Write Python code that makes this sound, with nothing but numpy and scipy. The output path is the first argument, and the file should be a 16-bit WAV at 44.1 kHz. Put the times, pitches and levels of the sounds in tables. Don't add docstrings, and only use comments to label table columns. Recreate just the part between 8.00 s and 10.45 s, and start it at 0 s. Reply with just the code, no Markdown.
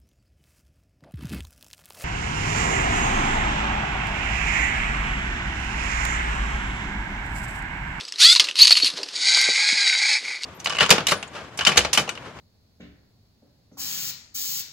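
import sys
import numpy as np
from scipy import signal
from scipy.fft import rfft, irfft
from scipy.io import wavfile
from scipy.ndimage import uniform_filter1d

SR = 44100
rng = np.random.default_rng(int(sys.argv[2]) if len(sys.argv) > 2 else 0)


def pcm_store(signal):
    levels = np.round(np.clip(np.atleast_2d(signal), -1, 1) * 32767)
    wavfile.write(sys.argv[1], SR, levels.astype(np.int16).T)


N = 108045
T = np.arange(N) / SR


def undb(db):
    return 10 ** (np.asarray(db) / 20)


def unit(x):
    return x / np.sqrt(np.mean(x ** 2))


def peak(x, db):
    return x / np.abs(x).max() * undb(db)


def curve(table, axis=1):
    rows = np.array(table)
    return np.interp(T, rows[:, 0], rows[:, axis])


def envelope(table, axis=1):
    before = np.maximum(table[0][0] - T, 0)
    after = np.maximum(T - table[-1][0], 0)
    return undb(curve(table, axis=axis)) * np.exp(-(before + after) / 0.0048)


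def walk(rate_hz):
    freqs = np.arange(N // 2 + 1) * SR / N
    smoothing = (freqs > 0) / (1 + (freqs / rate_hz) ** 4)
    return unit(irfft(rfft(rng.standard_normal(N)) * smoothing, N))


def colour(x, points):
    hz, db = np.array(points).T
    octaves = np.log2(np.maximum(np.arange(N + 1) * SR / (2 * N), 1))
    below = np.maximum(np.log2(hz[0]) - octaves, 0)
    above = np.maximum(octaves - np.log2(hz[-1]), 0)
    level_db = np.interp(octaves, np.log2(hz), db) - 29 * np.minimum(below + above, 2)
    cepstrum = irfft(np.log(undb(level_db)))
    cepstrum[1:N] *= 2
    cepstrum[N + 1:] = 0
    return irfft(rfft(x, 2 * N) * np.exp(rfft(cepstrum)))[:N]


def ring(x, hz, width_hz):
    b, a = signal.iirpeak(hz, hz / width_hz, fs=SR)
    return signal.lfilter(b, a, x)


def contact(start_s, decay_s):
    age = np.maximum(T - start_s, 0)
    return rng.standard_normal(N) * (T >= start_s) * np.exp(-age / decay_s)


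def catching(rate_hz, depth_db):
    phase = np.cumsum(rate_hz * np.exp(.4 * walk(59.8))) / SR
    return uniform_filter1d(undb(-depth_db * (phase % 1)), size=12)


def whine(hz, teeth_db, jitter, flutter_db, grit):
    phase = 2 * np.pi * np.cumsum(hz * (1 + jitter * walk(67.5))) / SR
    tone = 0
    for order, db in enumerate(teeth_db, start=1):
        gain = undb(db + flutter_db * walk(74))
        fray = grit * walk(264)
        tone = tone + gain * np.cos(order * phase + fray + 2 * np.pi * rng.random())
    return unit(tone)


def rattle(hz, body, scatter_db, scrape, surge_db, catch_hz, catch_db):
    phase = np.cumsum(hz * (1 + .1 * walk(300))) / SR
    strength = undb(scatter_db * np.clip(rng.standard_normal(N), -2, 2))
    teeth = np.diff(np.floor(phase), prepend=0) * strength * rng.choice([-1, 1], N)
    sliding = rng.standard_normal(N) * np.exp(-2 * (phase % 1))
    rough = unit(teeth) + scrape * unit(sliding)
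    sound = colour(rough * undb(surge_db * walk(33)) * catching(catch_hz, catch_db), body)
    return sound / np.sqrt(uniform_filter1d(sound ** 2, size=1800))


# start_s, level_db
SHIFTING_LEVEL = [(0,-38.5),(.11,-47.5),(.18,-40.5),(.3,-80),(.39,-41),(.413,-25.5),(.435,-33),(.46,-38.5),(.5,-33),(.535,-47),(.56,-43.5),(.9,-37),(.93,-40),(.98,-30),(1.015,-40),(1.06,-41.5),(1.13,-38),(1.2,-38.5),(2.15,-67),(2.22,-37.5),(2.45,-45.5)]
# pitch_hz, level_db
LOOSE_PARTS_BODY = [(35, -70), (60, -34), (367, -10), (769, -15.5), (957, -13.5), (1450, -10.5),
                    (2010, -10), (2240, -11.5), (2780, -8), (3860, -5.5), (4210, -2.5), (5360, -7),
                    (5840, -11), (7430, -18.5), (11000, -28.5), (14300, -48), (22000, -120)]


def shifting():
    ticks = rattle(260, LOOSE_PARTS_BODY, scatter_db=4, scrape=2.5, surge_db=1.8, catch_hz=70, catch_db=5)
    return ticks * envelope(SHIFTING_LEVEL)


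# start_s, level_db
DRIVE_LEVEL = [(0,-59),(.06,-55),(.17,-68),(1.1,-72),(1.27,-42),(1.45,-43),(1.7,-51),(2.15,-53),(2.22,-68)]
DRIVE_HZ = 7864


def drive():
    return envelope(DRIVE_LEVEL) * undb(2 * walk(30)) * np.sin(2 * np.pi * DRIVE_HZ * T)


# start_s, peak_db, pitch_hz, decay_s
CLICK_EVENTS = [(.001,-27,2700,0.0085),(0.0091,-18,3660,0.0037),(0.051,-24,4700,0.0037),(0.0802,-26,4920,0.0067),(0.0902,-28,4540,0.002),(0.1226,-16,5020,0.0029),(0.139,-28,3200,0.0027),(0.1588,-20.5,3800,0.0018),(.174,-38,4770,0.0035),(0.184,-21,4500,0.0023),(0.195,-16,4050,0.0044),
                (.3515,-1.5,4260,0.00088),(0.359,-4,4010,0.011),(.3968,2.5,3150,0.0037),(0.402,-1.5,4640,0.0066),(0.4415,-13,4190,0.01),(0.47,-20.5,2760,0.0068),(0.486,-12.5,2760,0.0062),(0.5113,-13,2870,0.0024),(0.5559,-13.5,4130,0.0036),(0.565,-15.5,4200,0.0077),
                (0.5913,-5,4570,0.003),(0.6066,-8.5,4040,0.0018),(0.616,-4.5,4630,0.0012),(.648,-6,4430,0.0092),(0.631,-3,6300,0.0033),(0.6713,0.5,4100,0.0018),(0.672,-6.5,6500,0.0037),(0.6792,-3,4330,0.0028),(0.696,-4,4700,0.00078),(0.7066,-3,4280,0.0043),(0.7156,-3.5,4140,0.0084),(0.7287,-6,4160,0.0024),(0.7534,-9.5,3000,0.0028),(0.7705,-5.5,4300,0.0047),(0.789,-15,4050,0.0031),(0.8,-13,2670,0.0039),(0.845,-10,4730,0.0034),(0.901,-16,3740,0.0046),
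                (0.9364,-28,4380,0.0092),(1.031,-15.5,4680,0.0054),(1.0866,-23,5000,0.0038),(1.373,-8,1500,0.0012),(2.422,-26,4450,.002),(2.4343,-11.5,4460,0.0017),(2.4405,-17.5,4600,.007)]
# pitch_hz, level_db
PLASTIC_BODY = [(59, -85), (100, -67), (375, -38), (849, -17), (942, -5), (1430, -14), (2090, -3),
                (2270, -5.5), (2800, 7), (3610, -0.5), (4350, 6), (6090, -6), (11000, -20), (15000, -51)]
RING_WIDTH_HZ, RING_DB = 340, 3.5


def clicks():
    body = colour(signal.unit_impulse(N), PLASTIC_BODY)[:512]
    out = np.zeros(N)
    for start_s, peak_db, pitch_hz, decay_s in CLICK_EVENTS:
        blow = contact(start_s, decay_s)
        plastic = unit(np.convolve(blow, body)[:N])
        own_ring = unit(ring(blow, pitch_hz, RING_WIDTH_HZ))
        out = out + peak(plastic + undb(RING_DB) * own_ring, peak_db)
    return out


# start_s, pitch_hz
QUICK_SPEED = [(.2,450),(.217,499),(.233,557),(.243,595.6),(.26,648.4),(.276,681),(.3,691),(.32,712),(.336,754)]
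# start_s, whine_db, rattle_db
QUICK_LEVELS = [(.19,-56,-28),(.203,-23.5,-15.5),(.231,-14,-11.5),(.258,-10,-15.5),(.287,-11.5,-17),(.329,-11,-16),(.339,-31,-19.5),(.372,-56,-38),(.392,-70,-38)]
QUICK_TEETH_DB = [-50,-11,-5,-11.5,-0.5,-6,2.5,-15,-12,-23,-10,-25,-24]
# pitch_hz, level_db
QUICK_CASING = [(1300,-5.5),(2900,-5.5),(3500,4.5),(4550,4),(5100,-9.5),(7500,-3),(11000,-2)]
# pitch_hz, level_db
QUICK_BODY = [(240, -104), (400, -71), (612, -93), (816, -22), (949, -39), (1350, -16.5), (1690, -24),
              (2000, -13.5), (2510, -10.5), (3340, -10), (4390, 0), (5680, -8.5), (11200, -19),
              (15000, -57)]


def quick_run():
    hz = curve(QUICK_SPEED)
    tone = whine(hz, QUICK_TEETH_DB, jitter=.003, flutter_db=2.2, grit=.25)
    tone = unit(colour(tone, QUICK_CASING))
    gears = rattle(hz, QUICK_BODY, scatter_db=1.5, scrape=1.36, surge_db=0.8, catch_hz=200, catch_db=-1.0)
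    return tone * envelope(QUICK_LEVELS) + gears * envelope(QUICK_LEVELS, axis=2)


# start_s, peak_db, pitch_hz, decay_s
BUMP_EVENTS = [(0.398,-49,328,0.013),(0.707,-18,1080,0.0037),(0.832,-25.5,276,0.0036),(.848,-36,293.2,0.0053),(0.935,-37.5,270,0.011),(.985,-28,470,0.038),(1.023,-34.5,370,0.0048),(1.488,-19,497,0.0018),(1.49,-34.5,300,0.0064),(1.726,-31,272,0.0036)]


def bumps(width=0.97):
    out = np.zeros(N)
    for start_s, peak_db, pitch_hz, decay_s in BUMP_EVENTS:
        once = ring(contact(start_s, decay_s), pitch_hz, width * pitch_hz)
        out = out + peak(ring(once, pitch_hz, width * pitch_hz), peak_db)
    return out


# start_s, pitch_hz
LOADED_SPEED = [(.56,497.3),(.595,546.7),(.607,584),(.625,631.4),(.65,655.7),(.70,619),(.73,634.4),(.78,615.6),(.83,632.2),(.88,637.3)]
# start_s, level_db
LOADED_WHINE = [(.57,-49),(.598,-22),(.607,-13),(.619,-10.5),(.622,2.5),(.627,-4),(.632,-7),(.652,-22),(.665,-34),(.705,-39),(.727,-2),(.738,-25.5),(.781,-16.5),(.795,-52),(.819,-28),(.825,-16),(.837,-13.5),(.842,-37),(.877,-21.5),(.9,-34)]
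# start_s, level_db
LOADED_RATTLE = [(.553,-43),(.588,-18.5),(.6,-13.5),(.63,-16.5),(.652,-16),(.664,-23),(.678,-14.5),(.698,-25.5),(.711,-16),(.742,-27.5),(.762,-28),(.773,-17.5),(.795,-27),(.818,-30),(.858,-18),(.88,-19),(.892,-35),(.915,-36)]
LOADED_TEETH_DB = [-58,-25.5,-33,-10,-17,-2,9,-8,-37,-21,-17]
# pitch_hz, level_db
LOADED_BODY = [(180, -56), (300, -49), (326, -54), (377, -70), (669, -44), (1040, -28.5), (1400, -31.5),
               (2730, -10.5), (3490, -13.5), (4470, -2.5), (5620, -21), (6510, -18), (7420, -24),
               (11400, -24.5), (12700, -78)]


def loaded_run():
    hz = curve(LOADED_SPEED)
    tone = whine(hz, LOADED_TEETH_DB, jitter=.007, flutter_db=4, grit=.25)
    tone = tone * unit(catching(230, depth_db=8))
    grind = rattle(hz, LOADED_BODY, scatter_db=2.5, scrape=.8, surge_db=1, catch_hz=190, catch_db=9)
    return tone * envelope(LOADED_WHINE) + grind * envelope(LOADED_RATTLE)


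# start_s, pitch_hz, level_db
LONG_SPEED = [(1.17,718.8,-44),(1.225,756.4,-35),(1.27,786.8,-26),(1.33,783.1,-25),(1.4,789.4,-25),(1.46,783.6,-25),(1.53,783,-31),(1.58,797.7,-27),(1.65,824,-25),(1.75,833.2,-28),(1.81,815.6,-24),(1.85,788,-24),(1.89,772.2,-26.5),(1.94,762.7,-21.5),(1.98,785.6,-31),(2.05,822,-29.5),(2.12,854.2,-27),(2.17,867.2,-30),(2.2,835.5,-44)]
# start_s, housing_db, gearbox_db
LONG_LEVELS = [(1.135,-51,-34),(1.16,-39.5,-24.5),(1.198,-40.5,-27),(1.22,-34.5,-21),(1.27,-27,-15.5),(1.36,-22.5,-15),(1.48,-24.5,-19.5),(1.545,-27.5,-20.5),(1.6,-21.5,-19.5),(1.655,-26.5,-21),(1.69,-24,-17.5),(1.76,-26,-22),(1.826,-26,-18.5),(1.845,-27,-25),(1.877,-26,-15.5),(1.9,-30,-20.5),(1.95,-27.5,-22),(2.06,-23.5,-20),(2.125,-24.5,-18.5),(2.17,-24,-23.5),(2.21,-46,-36.5),(2.238,-35,-37),(2.295,-30,-31),(2.37,-34.5,-35),(2.395,-44,-49),(2.43,-40,-32.5),(2.45,-54,-43)]
LONG_TEETH_DB = [-18,-1.5,0,-7,7,-5,-29,-17.5,-9,-16]
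IDLER_TEETH_DB = [-26,-24,-26,0]
# pitch_hz, level_db
HOUSING_BODY = [(250, -67), (480, -25.5), (680, -34), (819, -13.5), (1040, -27.5), (1310, -20),
                (1550, -13.5), (1770, -19), (2000, -1.5), (2240, 1), (2400, -1), (2710, -19), (2900, -46),
                (3770, -66), (6380, -120)]
# pitch_hz, level_db
GEARBOX_BODY = [(1650, -52), (2800, -14), (3170, -10.5), (3540, -7.5), (3870, -0.5), (4370, -2.5),
                (4600, 6), (4750, -2), (5050, -6), (5520, -3), (5810, -17), (6570, -4.5), (7460, -17.5),
                (8160, -14), (8870, -21), (9640, -18.5), (10600, -29), (13800, -89), (22000, -120)]
# start_s, level_db
SQUEAL_LEVEL = [(1.2,-47),(1.275,-22),(1.33,-28),(1.55,-34),(1.74,-34),(1.78,-28),(1.85,-32),(1.88,-20),(1.9,-29),(2.08,-35),(2.16,-28),(2.185,-48)]
WOBBLE_HZ, WOBBLE = 14.34, .014
IDLER_RATIO = 2 / 3
HOUSING_DB, IDLER_DB, GEARBOX_DB = -1, -7, -3
SQUEAL_ORDER, SQUEAL_WIDTH_HZ = 6, 100


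def long_run():
    hz = curve(LONG_SPEED) * (1 + WOBBLE * np.sin(2 * np.pi * WOBBLE_HZ * T))
    housing = rattle(hz, HOUSING_BODY, scatter_db=2, scrape=0.38, surge_db=2.0, catch_hz=83.8, catch_db=11.0)
    idler = whine(hz * IDLER_RATIO, IDLER_TEETH_DB, jitter=.012, flutter_db=4, grit=.3)
    drumming = (housing * undb(HOUSING_DB) + idler * undb(IDLER_DB)) * envelope(LONG_LEVELS)
    gears = rattle(hz, GEARBOX_BODY, scatter_db=2, scrape=.75, surge_db=1.9, catch_hz=130, catch_db=6)
    gears = gears * envelope(LONG_LEVELS, axis=2) * undb(GEARBOX_DB)
    tone = whine(hz, LONG_TEETH_DB, jitter=.006, flutter_db=3.5, grit=.3) * envelope(LONG_SPEED, axis=2)
    mesh = 2 * np.pi * SQUEAL_ORDER * np.cumsum(hz) / SR
    squeal = walk(SQUEAL_WIDTH_HZ) * np.cos(mesh) + walk(SQUEAL_WIDTH_HZ) * np.sin(mesh)
    return drumming + gears + tone + squeal * envelope(SQUEAL_LEVEL)


# start_s, peak_db
KNOCK_EVENTS = [(1.339,-22),(1.424,-23),(1.555,-13),(1.601,-14.5),(1.688,-11.5),(1.699,-14.5),(1.872,-9),(1.895,-11),(1.926,-12),(1.949,-13),(2.035,-12),(2.147,-17)]
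KNOCK_HZ, KNOCK_WIDTH_HZ, KNOCK_DECAY_S = 2170, 270, 0.0035


def knocks():
    out = np.zeros(N)
    for start_s, peak_db in KNOCK_EVENTS:
        narrow = ring(contact(start_s, KNOCK_DECAY_S), KNOCK_HZ, KNOCK_WIDTH_HZ)
        out = out + peak(ring(narrow, KNOCK_HZ, 2 * KNOCK_WIDTH_HZ), peak_db)
    return out


SNAP_S, SNAP_DB, SNAP_DECAY_S = 1.4146, -4, 0.00039


def snap():
    return peak(ring(contact(SNAP_S, SNAP_DECAY_S), 5800, 3300), SNAP_DB)


ROOM_DECAY_S, ROOM_DB = 0.017, -14


def room(robot):
    echoes = colour(contact(0.004, ROOM_DECAY_S), [(200, -6), (5000, -9), (10000, -2), (13000, -49)])
    return signal.fftconvolve(robot, echoes / np.linalg.norm(echoes))[:N] * undb(ROOM_DB)


def scene():
    robot = shifting() + drive() + clicks() + quick_run() + bumps()
    robot = robot + loaded_run() + long_run() + knocks() + snap()
    return np.tile(robot + room(robot), (2, 1))


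TOP_HZ = 15574


def record(dry):
    clipped = np.clip(dry, -1, 1)
    dull = signal.sosfilt(signal.butter(6, 12500, fs=SR, output="sos"), clipped)
    thin = signal.sosfilt(signal.butter(2, 70, "high", fs=SR, output="sos"), dull)
    return signal.sosfilt(signal.ellip(8, .2, 70, TOP_HZ, fs=SR, output="sos"), thin)


dry = scene()
out = record(dry)
pcm_store(out)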